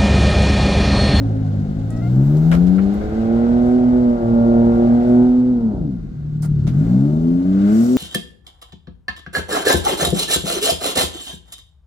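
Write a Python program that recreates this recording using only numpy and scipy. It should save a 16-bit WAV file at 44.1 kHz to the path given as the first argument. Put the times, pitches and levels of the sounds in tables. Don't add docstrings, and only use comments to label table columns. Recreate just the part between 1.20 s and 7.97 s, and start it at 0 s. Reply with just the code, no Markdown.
import sys
import numpy as np
from scipy import signal
from scipy.fft import rfft, irfft, next_fast_len
from scipy.io import wavfile
from scipy.ndimage import uniform_filter1d, map_coordinates

SR = 44100
rng = np.random.default_rng(int(sys.argv[2]) if len(sys.argv) > 2 else 0)


def file_out(sig):
    cols = np.atleast_2d(sig).T
    lim = np.clip(cols, -1, 1)
    pcm = np.round(lim * 32767).astype(np.int16)
    wavfile.write(sys.argv[1], SR, pcm)


N = 298557
TIME = np.arange(N) / SR


def from_db(db):
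    return 10 ** (np.asarray(db) / 20)


def rms_one(x):
    return x / np.sqrt(np.mean(x ** 2) + 1e-20)


def in_time(rows):
    seconds, *columns = np.transpose(rows)
    return [np.interp(TIME, seconds, column) for column in columns]


def at_hz(points, hz):
    table_hz, values = np.array(points).T
    return np.interp(np.log(hz), np.log(table_hz), values)


def panned(pan_db):
    return from_db(np.array([[.5], [-.5]]) * pan_db)


def swell(s, rise_s, fall_s):
    before = np.minimum(TIME - s, 0)
    after = np.maximum(TIME - s, 0)
    return np.exp(-(before / rise_s) ** 2 - after / fall_s)


def drift(rate_hz):
    step = 40
    pole = np.exp(-2 * np.pi * rate_hz * step / SR)
    white = rng.standard_normal(N // step + 2002)
    slow = signal.lfilter([1], [1, -2 * pole, pole * pole], white)[2000:]
    return np.interp(np.arange(N) / step, np.arange(len(slow)), rms_one(slow))


# (frequency [Hz], left-right likeness [0 to 1])
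EAR_LIKENESS = [(50, 1), (130, 0.57), (260, 0.51), (500, 0.52), (1000, 0.53), (2000, 0.091), (8000, 0.22)]


def noise(spectrum, ripple_db=2.5):
    size = next_fast_len(N)
    hz = np.maximum(np.arange(size // 2 + 1) * SR / size, 1)
    low_skirt = np.minimum(hz / spectrum[0][0], 1) ** 4
    high_skirt = np.minimum(spectrum[-1][0] / hz, 1) ** 4
    grid_hz = np.arange(0, SR / 2, 70)
    ripple = np.interp(hz, grid_hz, rng.standard_normal(len(grid_hz)) * (grid_hz > 800))
    colour = from_db(at_hz(spectrum, hz) + ripple_db * ripple) * low_skirt * high_skirt
    mid, side = rfft(rng.standard_normal((2, size))) * colour
    alike = np.clip(at_hz(EAR_LIKENESS, hz), -1, 1)
    ears = np.sqrt(1 + alike) * mid + np.sqrt(1 - alike) * side * [[1], [-1]]
    return rms_one(irfft(ears, size)[:, :N])


# (time [s], level [dB])
RUMBLE_LEVEL = [(0, -30.5), (1.6, -32), (3.6, -29), (4.2, -37), (4.9, -32), (6.2, -38.5), (6.6, -49)]
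# (time [s], peak level [dB])
BODY_THUMPS = [(1.35, -24), (1.86, -27), (5.3, -26)]
# (frequency [Hz], density [dB per Hz])
RUMBLE_SPECTRUM = [(15, -21), (28, -5), (48, 0), (70, -2), (100, -13.5), (170, -10)]


def rumble():
    thumps = sum(from_db(db) * swell(s, rise_s=0.055, fall_s=0.35) for s, db in BODY_THUMPS)
    bed = from_db(in_time(RUMBLE_LEVEL)[0])
    return np.hypot(bed, thumps) * noise(RUMBLE_SPECTRUM)


# (time [s], rush level [dB], hiss level [dB])
AIR_LEVELS = [(0.0, -50, -60.5), (0.66, -52.5, -60), (1.24, -48.5, -57), (1.81, -43.5, -56),
              (2.26, -43.5, -57.5), (3.02, -49, -59.5), (3.86, -44.5, -56.5), (4.64, -61.5, -67),
              (4.9, -59.5, -69.5), (5.32, -60, -65.5), (5.68, -47.5, -58.5), (5.98, -55, -61),
              (6.28, -50.5, -59), (6.5, -39, -52), (6.77, -51, -49.5)]
# (frequency [Hz], density [dB per Hz])
RUSH_SPECTRUM = [(250, 4), (400, 8.5), (510, 3.5), (620, 4.5), (760, 6.5), (930, -4.5), (1100, -1.5),
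                 (1380, 2.5), (1700, -3), (2100, -7), (2600, -11), (5000, -24)]
# (frequency [Hz], density [dB per Hz])
HISS_SPECTRUM = [(1500, -7.5), (2500, -8), (3000, 0), (3500, 0), (4300, 1.5), (6300, -5.5), (7500, -8),
                 (9500, -16), (13000, -23)]


def air(angle, throb):
    rush_db, hiss_db = in_time(AIR_LEVELS)
    faint_throb = 1 + throb * (np.sin(3 * angle) + np.cos(angle))
    rush = from_db(rush_db + 4.5) * noise(RUSH_SPECTRUM) * panned(2.7)
    hiss = from_db(hiss_db + 2.0 + 1.1 * drift(30)) * noise(HISS_SPECTRUM)
    return (rush + hiss) * faint_throb


# (time of peak [s], level [dB], rise [s], fall [s], level of finest fizz against the swish [dB])
FABRIC_SLIDES = [(1.22, -60.5, .36, 0.26, 0), (2.5, -61.5, 0.1, .08, -12.5), (3.9, -64, 0.045, .1, -1.5),
                 (5.62, -60.5, 0.11, 0.68, -22), (6.62, -44.5, 0.13, 1.55, -20)]
# (frequency [Hz], density [dB per Hz])
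SWISH_SPECTRUM = [(3500, -9.5), (5300, 5.5), (7700, 7), (9000, 1.5), (10300, -5), (11800, 3.5), (13200, -5),
                  (15500, -5.5)]
# (frequency [Hz], density [dB per Hz])
FIZZ_SPECTRUM = [(10500, -12), (12000, -1.5), (15500, -0.5)]
RUSTLE_DB, RUSTLE_FIZZ_DB = -8.5, -9


def fabric(flicker_db):
    swish = from_db(in_time(AIR_LEVELS)[1] + RUSTLE_DB)
    fizz = swish * from_db(RUSTLE_FIZZ_DB)
    for s, level_db, rise_s, fall_s, fizz_db in FABRIC_SLIDES:
        slide = from_db(level_db) * swell(s, rise_s, fall_s)
        swish = np.hypot(swish, slide)
        fizz = np.hypot(fizz, slide * from_db(fizz_db))
    flicker = from_db(flicker_db * drift(40))
    return flicker * (swish * noise(SWISH_SPECTRUM) + fizz * noise(FIZZ_SPECTRUM)) * panned(-2.8)


# (start [s], length [s], first pitch [Hz], last pitch [Hz], level [dB], pitch waver [fraction])
SQUEAK_NOTES = [(0.696, .125, 638, 646, -45.5, 0.0051), (.808, 0.085, 678, 725, -42, .006)]
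# (harmonic number, level [dB])
SQUEAK_HARMONICS = [(1, 5.5), (2, -3), (3, -5.5), (4, -20)]


def squeak():
    edge_s = 0.018
    out = 0
    for s, length, first_hz, last_hz, level_db, waver in SQUEAK_NOTES:
        hz = np.interp(TIME, [s, s + length], [first_hz, last_hz]) * (1 + waver * drift(40))
        phase = 2 * np.pi * np.cumsum(hz) / SR
        gate = np.clip(np.minimum(TIME - s, s + length - TIME) / edge_s, 0, 1)
        tone = sum(from_db(db) * np.sin(round(k) * phase) for k, db in SQUEAK_HARMONICS)
        out = out + gate * from_db(level_db) * tone
    return out * panned(2.5)


def resonate(x, hz, width):
    r = np.exp(-np.pi * width / SR)
    feed = np.array([1, 0, -1]) * (1 - r * r) / 2
    return signal.lfilter(feed, [1, -2 * r * np.cos(2 * np.pi * hz / SR), r * r], x)


def chatter(events, modes, slips_per_s, sag_db, slip_s, tail_t60, tail_db):
    out = np.zeros((2, N))
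    t = TIME[:SR // 4]
    for s, level_db, length, low_hz, high_hz, pan_db in events:
        gap_chance, level_chance = rng.standard_normal((2, 32))
        starts = np.r_[0, np.cumsum(np.exp(.3 * gap_chance)) / slips_per_s]
        power = 0
        for start, luck in zip(starts[starts < length], level_chance):
            age = np.maximum(t - start, 0)
            slip = np.exp(-age / slip_s) + from_db(tail_db - 60 * age / tail_t60)
            strength = from_db(2 * luck - sag_db * start / length)
            power = power + ((t >= start) * slip * strength) ** 2
        ring = 0
        for hz, width, db in modes:
            crack = np.sqrt(power) * rng.standard_normal((2, len(t)))
            ring = ring + from_db(db) * resonate(crack, hz, width)
        band = signal.butter(2, [low_hz, min(high_hz, .45 * SR)], "band", fs=SR, output="sos")
        ring = rms_one(signal.sosfilt(band, ring)) * np.sqrt(length / t[-1])
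        at = round(s * SR)
        out[:, at:at + len(t)] += ring * from_db(level_db) * panned(pan_db)
    return out


# (time [s], level [dB], length [s], lowest [Hz], highest [Hz], left-right [dB])
PIVOT_SCRAPES = [(5.221, -45, 0.047, 4500, 15500, -7)]
# (frequency [Hz], width [Hz], level [dB])
PIVOT_MODES = [(4500, 2500, -7), (6300, 260, -13), (7500, 630, -8), (9000, 300, -1), (10400, 310, -8),
               (11900, 500, -12), (15000, 350, -5)]


def scrape():
    return chatter(PIVOT_SCRAPES, PIVOT_MODES, slips_per_s=860, sag_db=9,
                   slip_s=.002, tail_t60=0.11, tail_db=-13)


# (time [s], level [dB], length [s], lowest [Hz], highest [Hz], left-right [dB])
LINKAGE_CLUNKS = [(.705, -39, 0.0018, 7000, 10700, 0), (.764, -53.5, 0.015, 4830, 8500, -5),
                  (.917, -61, .004, 4500, 14000, -8.5), (1.169, -45, .004, 4500, 12000, 1),
                  (1.3155, -25.5, 0.036, 395, 14250, -0.5), (1.3155, -26, 0.013, 1100, 2350, 4),
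                  (1.468, -46, 0.014, 2830, 9000, -0.5), (1.5828, -31.5, 0.011, 900, 2400, 0),
                  (1.7394, -51, 0.0044, 8500, 14200, -5), (1.8108, -36.5, 0.01, 890, 2200, 6),
                  (5.228, -42, 0.037, 595, 2340, 4), (5.469, -33.5, 0.009, 280, 2000, 2),
                  (5.4685, -42, 0.016, 3000, 10900, -3), (5.486, -42, 0.011, 1310, 15200, 2)]
# (frequency [Hz], width [Hz], level [dB])
FRAME_MODES = [(330, 41, -6), (555, 140, 18), (750, 110, 4), (1110, 170, 1.5), (1380, 100, 10.5),
               (1600, 140, 0), (2200, 180, 0), (3170, 1100, -5), (4110, 330, -11), (5440, 700, -15),
               (7100, 930, -16), (9300, 450, -20), (12100, 1200, -16.5)]


def clunks():
    return chatter(LINKAGE_CLUNKS, FRAME_MODES, slips_per_s=220, sag_db=2.5,
                   slip_s=.0017, tail_t60=.14, tail_db=-9)


# (time [s], level [dB])
OIL_LEVEL = [(0, -34), (.45, -39.5), (.7, -40.5), (1.05, -38.5), (1.8, -32.5), (2.4, -38.5), (4, -44.5),
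             (4.65, -44.5), (4.9, -62), (5.4, -67), (5.7, -37.5), (6.3, -49), (6.77, -54)]
# (frequency [Hz], density [dB per Hz])
OIL_SPECTRUM = [(360, 6), (430, -2), (520, 5.5), (620, -4.5), (740, 1.5), (850, -10.5)]


def gurgle():
    return from_db(in_time(OIL_LEVEL)[0]) * noise(OIL_SPECTRUM) * panned(1.5)


# (time [s], swing [dB])
PUMP_LOAD = [(0, 0.5), (0.42, -2.5), (0.7, -5), (1, 4.7), (1.3, -0.7), (1.85, -7.5), (2.15, 4.5),
             (2.95, 2.1), (3.35, 8.5), (4, 4.5), (4.2, -11.5), (4.6, -7), (4.95, -29), (5.3, -0.2),
             (5.5, 4), (5.9, 5), (6.3, -3), (6.77, -5.7)]
FULL_SPEED = 40


def driven(speed, level_db, octave_db, load_share):
    return level_db + octave_db * np.log2(speed / FULL_SPEED) + load_share * in_time(PUMP_LOAD)[0]


# (frequency [Hz], gain [dB])
BODY_RESPONSE = [(30, -6.5), (90, -3.5), (130, 3), (300, -2.5), (420, -7), (520, -3), (615, 8), (665, 0),
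                 (750, 1), (830, -6.5), (920, -6.5), (1080, -16.5), (1300, -8.5), (1520, -21),
                 (2300, -39.5)]


def other_orders(speed, angle, low_db, high_db, accent_db, ripple_db, flutter, left_db, count=56):
    grid_hz = np.arange(10, 3000, 28)
    shared = rng.standard_normal(len(grid_hz))
    own = rng.standard_normal((2, len(grid_hz)))
    apart = np.sqrt(np.clip(1 - at_hz(EAR_LIKENESS, grid_hz), 0, 1))
    cabin_db = at_hz(BODY_RESPONSE, grid_hz) + ripple_db * (shared + apart * own)
    cabin = from_db(cabin_db) * panned(left_db * apart)
    ear_phase = apart ** 2 * rng.standard_normal((2, len(grid_hz)))
    low, high = from_db(low_db), from_db(high_db)
    out = np.zeros((2, N))
    for order in np.setdiff1d(np.arange(2, count), [3, 6, 9, 12, 15]):
        hz = order * speed
        in_set = order % 3 == 0
        upper = np.clip((hz - 280) / 220, 0, 1)
        gain = (low + upper * (high - low)) * from_db(accent_db * in_set) * (1 + flutter * drift(6.9))
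        spread = .7 if 12 < order < 25 else np.pi
        phase = order * angle + rng.standard_normal() * spread
        for ear in range(2):
            ear_gain = gain * np.interp(hz, grid_hz, cabin[ear])
            out[ear] += ear_gain * np.sin(phase + np.interp(hz, grid_hz, ear_phase[ear]))
    return np.sqrt(2) * out


# (time [s], level [dB])
STROKE_LEVEL = [(0, -19.5), (.3, -19.5), (.76, -25), (.98, -12.5), (1.52, -13.5), (1.95, -19), (2.25, -15),
                (3.4, -13), (4.02, -11), (4.47, -15), (4.7, -25), (4.82, -41), (5.22, -48), (5.33, -25),
                (5.58, -31), (5.77, -17), (6.1, -18.5), (6.47, -12), (6.77, -13.5)]
# (time [s], dip [dB], half width [s])
STROKE_DIPS = [(.5, -11, .08), (1.87, -15, .075), (3.0, -9, .08), (3.84, -4, .05), (4.41, -9, .02),
               (4.57, -11, .04), (6.22, -10, .04)]
# (order, level at full speed [dB], slope [dB per octave of speed],
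# share of the load's swing, strength of their echo, steady rise or fall over the whole scene [dB per s])
SET_TONES = [(3, -29.5, 16, 0.26, 0.082, 0.65), (9, -24, 2, 0.67, 0.11, 1.2),
             (12, -30.5, -0.85, 0.36, 0.1, 0.5), (15, -36, -3, 1, 0.08, -0.62)]
# (frequency [Hz], gain [dB])
CABIN_WAVES = [(110, -1.5), (148, 8.5), (170, 1), (195, 6), (220, -1), (245, 0.9), (275, 5), (310, -1.5),
               (345, -3), (420, -1.5), (470, -1.5), (540, -4.5), (590, 2), (640, -1)]
# (time [s], left-right of the stroke tone [dB], lead of the left ear [ms])
HEAD_TURN = [(0, -1.5, 0.35), (.9, 1.5, 0.26), (1.2, 3, -0.14), (1.55, 10.5, -0.25), (2, -4.5, -0.3),
             (2.9, -2.5, -0.38), (3.3, -2.5, -0.34), (3.8, -1, -0.38), (4.05, -2, -0.25), (5, 4, -0.18),
             (6.1, 2, 0.35), (6.35, 0.5, 0.3), (6.77, 2, 0.39)]
ECHO_S, LIMP_DB = .02085, -20.5


def main_orders(speed, angle, limping, flutter, half_pan_db, upper_pan_db):
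    pan_db, _ = in_time(HEAD_TURN)
    dips_db = sum(db * np.exp(-((TIME - s) / width) ** 2) for s, db, width in STROKE_DIPS)
    stroke = from_db(in_time(STROKE_LEVEL)[0] + dips_db) * (1 + 0.12 * drift(7.3))
    out = stroke * panned(pan_db) * np.sin(6 * angle + rng.uniform(0, 2 * np.pi))
    for order, *law, echo, db_per_s in SET_TONES:
        order = round(order)
        hz = order * speed
        comb = np.abs(1 + echo * np.exp(-2j * np.pi * hz * ECHO_S))
        gain = from_db(driven(speed, *law) + db_per_s * (TIME - TIME.mean())) * comb
        if order == 3:
            gain = np.hypot(gain, from_db(LIMP_DB) * limping) * panned(half_pan_db)
        else:
            gain = gain * from_db(at_hz(CABIN_WAVES, hz)) * panned(upper_pan_db)
        phase = order * angle + rng.uniform(0, 2 * np.pi) * (order < 12)
        out = out + gain * (1 + flutter * drift(7.3)) * np.sin(phase)
    return np.sqrt(2) * out


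# (time [s], speed [cycles per s])
MOTOR_SPEED = [(0, 18.45), (.2, 17.76), (.43, 16.65), (.6, 17.5), (.92, 20.85), (1.26, 27.2), (1.52, 31),
               (2, 37.2), (2.3, 39.75), (2.56, 41.25), (2.79, 41), (3.04, 38.75), (3.6, 39.15),
               (4.08, 41.35), (4.31, 41.65), (4.48, 36.7), (4.71, 21.7), (4.96, 12.1), (5.26, 12.8),
               (5.43, 11.6), (5.7, 20), (5.97, 26.4), (6.46, 33.6), (6.68, 40.9), (6.77, 42.9)]
# (level at full speed [dB], slope [dB per octave of speed], share of load's swing)
LOW_BUZZ_LAW = (-47.5, 1, 0.44)
# (level at full speed [dB], slope [dB per octave of speed], share of load's swing)
HIGH_BUZZ_LAW = (-49, 19.4, .7)
# (level at full speed [dB], slope [dB per octave of speed], share of load's swing)
CHURN_LAW = (-34.5, 2.2, 0.12)
# (frequency [Hz], density [dB per Hz])
CHURN_SPECTRUM = [(60, -24.5), (120, -14.5), (220, 9.5), (330, -4), (500, -17), (800, -54)]
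SHUDDER_DB = 0.2235
LIMP_RASP_DB = 1.5


def motor(speed, angle):
    limping = swell(3.02, rise_s=.05, fall_s=.42)
    smooth_speed = uniform_filter1d(in_time(MOTOR_SPEED)[0], size=4410)
    shudder_db = SHUDDER_DB * np.abs(np.gradient(smooth_speed) * SR)
    tones = main_orders(speed, angle, limping, flutter=0.31, half_pan_db=1.5, upper_pan_db=1.5)
    low_db = driven(speed, *LOW_BUZZ_LAW) + shudder_db
    high_db = driven(speed, *HIGH_BUZZ_LAW) + LIMP_RASP_DB * limping + 0.2 * shudder_db
    buzz = other_orders(speed, angle, low_db, high_db, accent_db=5.5, ripple_db=1.22,
                        flutter=0.45, left_db=5.0)
    churn = from_db(driven(speed, *CHURN_LAW) + .5 * shudder_db) * noise(CHURN_SPECTRUM)
    return tones + buzz + churn + gurgle()


def turned(x):
    _, lead_ms = in_time(HEAD_TURN)
    shift = lead_ms / 2000 * SR
    left = map_coordinates(x[0], [np.arange(N) + shift], order=3, mode="mirror")
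    right = map_coordinates(x[1], [np.arange(N) - shift], order=3, mode="mirror")
    return np.array([left, right])


def scene():
    speed = in_time(MOTOR_SPEED)[0] * (1 + 0.0014 * drift(12))
    angle = 2 * np.pi * np.cumsum(speed) / SR
    drone = turned(rumble() + air(angle, throb=0.015) + motor(speed, angle))
    return drone + fabric(flicker_db=1.0) + squeak() + scrape() + clunks()


def record(dry):
    ease_in = np.sin(np.pi / 2 * np.minimum(TIME / .004, 1)) ** 2
    top_cut = signal.ellip(10, .2, 80, 15800, fs=SR, output="sos")
    return signal.sosfilt(top_cut, dry * ease_in)


dry = scene()
out = record(dry)
file_out(out)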